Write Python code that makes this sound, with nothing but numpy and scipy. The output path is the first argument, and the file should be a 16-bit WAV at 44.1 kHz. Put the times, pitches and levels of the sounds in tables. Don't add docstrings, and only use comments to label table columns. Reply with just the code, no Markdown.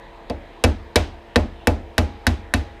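import sys
import numpy as np
from scipy import signal
from scipy.io import wavfile

SR = 44100
rng = np.random.default_rng(int(sys.argv[2]) if len(sys.argv) > 2 else 0)


def master(y):
    cut = np.clip(np.atleast_2d(y).T, -1, 1)
    pcm = np.round(cut * 32767)
    wavfile.write(sys.argv[1], SR, pcm.astype(np.int16))


def convert_level_to_amplitude(level_db):
    exponent = np.asarray(level_db, float) / 20
    return 10 ** exponent


N = 123479

# [f/Hz, level/dB per Hz]
HISS_SPECTRUM = [(5000, 2), (8500, 1), (10300, -3), (12000, -6), (15000, -4)]
# [f/Hz, level/dB per Hz]
AIR_SPECTRUM = [(20, -3.5), (42, -5.5), (130, -17), (377, -13.5), (900, -12.5), (1300, -24.5), (1800, -18),
                (3600, -30), (7000, -52), (16000, -71)]
# [multiple of shaft speed, level/dB rms]
HUM_LINES = [(1, -48), (3, -62), (6, -61), (9, -54), (12, -57), (18, -56), (25, -62)]
# [f/Hz, t60/s]
TAIL_SPECTRUM = [(71, -56), (120, -5.5), (150, -15), (261, 0.5), (355, -6), (839, -14), (5300, -35.5),
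                 (12300, -44.5), (16000, -62)]
TAIL_DECAY = [(120, 0.38), (1000, 0.26), (4000, 0.4), (15000, 0.13)]
# [t/s, level/dB]
BAR_RINGS = [
    (1.98, -40),
    (2.2676, -52),
    (2.538, -42),
]
# [f/Hz, level/dB, t60/s]
LEG_MODES = [(40, -17.5, 0.55), (65.8, -6, 0.35)]
BENCH_MODES = [(69.86, -14.5, 0.55), (81.6, 7, 0.18), (87.9, -13.5, 0.44)]
VISE_MODES = [(204.7, -11.5, 0.4), (239.8, 6.5, 0.12), (252.6, -12, 0.097), (313.5, -18.5, 0.13),
              (407, -24, 0.09)]
JAW_MODES = [(476, -3, 0.062), (486, -2.5, 0.088), (523, -6.5, 0.082)]
PART_MODES = [(606.5, -5, 0.19), (693, 1.5, 0.088), (749, -12.5, 0.23), (843, -8, 0.17), (878, -7.5, 0.097),
              (1030, -2, 0.048)]
COLLAR_MODES = [(1194, -3, 0.047), (2303, -4, 0.064), (2343, -2.5, 0.024), (2607, -4, 0.084),
                (2865, -3, 0.041), (3367, -5.5, 0.032)]
PUNCH_MODES = [(1550, -2.5, 0.027), (1695, 2, 0.012), (1809, -5.5, 0.034), (1970, -18.5, 0.09)]
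HEAD_MODES = [(3700, -7, .03), (3860, -3, .04), (4260, -7, .02), (4700, -8, .02), (5070, -7, .025),
              (5300, -6, .03), (5600, -6, .025), (6700, -11, .02), (7200, -12, .035), (8200, -7, .012),
              (9800, -5, .012), (11500, -14, .012)]
# [f/Hz, t60/s]
CRACK_SPECTRUM = [(180, -72), (300, -2), (801, 6), (1250, -24), (1480, -8), (5160, -7.5), (8220, -18),
                  (12300, -10.5), (16000, -52)]
CRACK_DECAY = [(300, 0.038), (1500, 0.069), (5000, 0.043), (15000, 0.0084)]
BLOW_S = [.2981, .6386, .9576, 1.3585, 1.6715, 1.9804, 2.2676, 2.5382]
# [clank level/dB, vise level/dB, bench level/dB, crack level/dB]
BLOW_LEVELS = [
    (-29, -29, -29.5, -28),
    (-25, -15.2, -15.5, -10.5),
    (-12.5, -18, -18.5, -6),
    (-6.5, -16, -17, -10.5),
    (-4, -15, -17, -14),
    (-4, -17, -17, -14),
    (-3.5, -19, -18.5, -12),
    (-4.5, -21, -19.5, -14),
]
# [part level/dB, jaw level/dB, collar level/dB, head level/dB,
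# sharpness/dB per octave above 4 kHz]
BLOW_LANDINGS = [
    (-23, -19.5, -34.5, -36.5, -5),
    (-14.1, -7.5, -12.5, -16.5, -1.5),
    (-15, -9, -15.5, -11.5, -4.5),
    (-14, -9, -21.5, -18.5, -6),
    (-14, -11, -19.5, -20.5, 1.6),
    (-18, -19, -19, -18, -0.8),
    (-21.1, -25, -22.5, -17, -1.3),
    (-23.5, -29, -20, -18.5, -0.1),
]
# [t/s, crack level/dB, clank level/dB]
PUNCH_SLIPS = [
    (0.646, -23, -11.5),
    (0.962, -19.5, -25),
    (1.3629, -32, -7),
    (1.986, -29, -33),
    (2.2743, -30, -28),
]

CLANK_DB, VISE_DB, BENCH_DB, CRACK_DB = np.transpose(BLOW_LEVELS)
PART_DB, JAW_DB, COLLAR_DB, HEAD_DB, SHARP_DB = np.transpose(BLOW_LANDINGS)
SLIP_S, SLIP_CRACK_DB, SLIP_CLANK_DB = np.transpose(PUNCH_SLIPS)
BLOW_S = np.array(BLOW_S)
ALL_S = np.append(BLOW_S, SLIP_S)
ALL_SHARP_DB = np.append(SHARP_DB, 0 * SLIP_S)
PART_TRAVEL_S, BENCH_TRAVEL_S = .0018, .0038


def at_hz(points, hz):
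    table_hz, value = np.transpose(points)
    return np.interp(np.log(hz), np.log(table_hz), value)


def octaves_up(hz):
    return max(0, np.log2(hz / 4000))


def drift(rate):
    r = np.exp(-80 * np.pi * rate / SR)
    chance = rng.standard_normal(N // 40 + 2002)
    slow = signal.lfilter([1], [1, -2 * r, r * r], chance)[2000:]
    return np.interp(np.arange(N) / 40, np.arange(len(slow)), slow / slow.std())


def clicks(s, db):
    out = np.full(N, 1e-18)
    out[(np.asarray(s) * SR).astype(int)] = convert_level_to_amplitude(db)
    return out


def swell(x, t60, rise_s):
    r = convert_level_to_amplitude(-60 / (max(t60, .005) * SR))
    q = np.exp(-1 / (max(rise_s, 1e-5) * SR))
    return signal.lfilter([1], [1, -r], x) - signal.lfilter([1], [1, -r * q], x)


def modes(s, db, table, rise_s=1e-5, tilt_db=0, turn=1, vary=1):
    out = np.zeros(N)
    vary_db = 1.2 * vary * rng.standard_normal((len(s), len(table)))
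    for k, (hz, mode_db, t60) in enumerate(table):
        x = clicks(s, db + mode_db + vary_db[:, k] + tilt_db * octaves_up(hz))
        w = 2 * np.pi * hz / SR
        r = convert_level_to_amplitude(-60 / (t60 * SR))
        for pole, sign in ((r, 1), (r * np.exp(-1 / (rise_s * SR)), -1)):
            ring = signal.lfilter([0, np.sin(w)], [1, -2 * pole * np.cos(w), pole ** 2], x)
            out += sign * turn ** k * ring
    return out


def bands(spectrum, envelope):
    edges = 20 * 2 ** np.arange(0, 9.8, 1 / 3)
    white = rng.standard_normal((2, N + 8000))
    centres = np.sqrt(edges[1:] * edges[:-1])
    gains = convert_level_to_amplitude(at_hz(spectrum, centres)) * (centres > spectrum[0][0])
    gains = gains / np.sqrt(np.sum(gains ** 2 * np.diff(edges)) * 2 / SR)
    out = np.zeros(N)
    for k in np.nonzero(gains > 0)[0]:
        band = signal.butter(2, edges[k:k + 2], "band", fs=SR, output="sos")
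        out += gains[k] * envelope(centres[k]) * signal.sosfilt(band, white[k % 2])[-N:]
    return out


def hiss():
    return convert_level_to_amplitude(-74) * bands(HISS_SPECTRUM, lambda hz: 1)


def room_noise():
    patchy_db = 2.24
    return convert_level_to_amplitude(-45.5) * bands(AIR_SPECTRUM, lambda hz: convert_level_to_amplitude(patchy_db * drift(2.7)))


def fan():
    shaft_hz = 37.75 * (1 + 0.00364 * drift(3.08))
    turn = 2 * np.pi * np.cumsum(shaft_hz) / SR
    hum = np.zeros(N)
    for k, db in HUM_LINES:
        hum += convert_level_to_amplitude(db + 0.05 + 3) * np.sin(k * turn + rng.uniform(0, 2 * np.pi))
    return hum


def room_tail():
    tail_db, rise_s, follows_sharp = -20, 0.0064, 0.41
    rows = np.transpose([db - db.mean() for db in (VISE_DB, PART_DB, HEAD_DB)])

    def envelope(hz):
        blow_db = np.array([at_hz(list(zip((240, 600, 3000), row)), hz) for row in rows])
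        sharp_db = follows_sharp * SHARP_DB * octaves_up(hz)
        return swell(clicks(BLOW_S, tail_db + blow_db + sharp_db), at_hz(TAIL_DECAY, hz), rise_s)

    return bands(TAIL_SPECTRUM, envelope)


def bar():
    hz, t60, rise_s = 822, 1.6, .02
    s, db = np.transpose(BAR_RINGS)
    return swell(clicks(s, db), t60, rise_s) * np.sin(2 * np.pi * hz * np.arange(N) / SR)


def bench():
    s, db = BLOW_S + BENCH_TRAVEL_S, BENCH_DB + 11
    return modes(s, db, BENCH_MODES, rise_s=.04) + modes(s, db, LEG_MODES, rise_s=.012)


def vise():
    rise_s = 0.002
    jaw = modes(BLOW_S + PART_TRAVEL_S, JAW_DB, JAW_MODES, rise_s)
    return jaw + modes(BLOW_S + BENCH_TRAVEL_S, VISE_DB, VISE_MODES, rise_s)


def part():
    return modes(BLOW_S + PART_TRAVEL_S, PART_DB, PART_MODES, rise_s=0.0038)


def collar():
    return modes(BLOW_S, COLLAR_DB, COLLAR_MODES, turn=-1)


def punch():
    db = np.append(CLANK_DB, SLIP_CLANK_DB) - 5.5
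    return modes(ALL_S, db, PUNCH_MODES, rise_s=.0002)


def hammer_head():
    db = np.append(HEAD_DB, SLIP_CRACK_DB - 5)
    return modes(ALL_S, db, HEAD_MODES, tilt_db=ALL_SHARP_DB, turn=-1.055, vary=1.15)


def crack():
    db = np.append(CRACK_DB, SLIP_CRACK_DB) - 0.5

    def envelope(hz):
        contacts = clicks(ALL_S, db + ALL_SHARP_DB * octaves_up(hz))
        return swell(contacts, at_hz(CRACK_DECAY, hz), rise_s=.0004)

    return bands(CRACK_SPECTRUM, envelope)


def scene():
    background = hiss() + room_noise() + fan() + room_tail() + bar()
    blows = bench() + vise() + part() + collar() + punch() + hammer_head() + crack()
    return (background + blows)[None]


def low_pass(x):
    return signal.sosfilt(signal.butter(12, 16500, fs=SR, output="sos"), x)


def record(dry):
    top, cutoff_hz, rumble_hz = 1.6, 16600, 28
    x = top * np.tanh(dry / top)
    x = signal.sosfilt(signal.cheby2(10, 60, cutoff_hz, fs=SR, output="sos"), x)
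    x = signal.sosfilt(signal.butter(2, rumble_hz, "high", fs=SR, output="sos"), x)
    return low_pass(x)


dry = scene()
out = record(dry)
master(out)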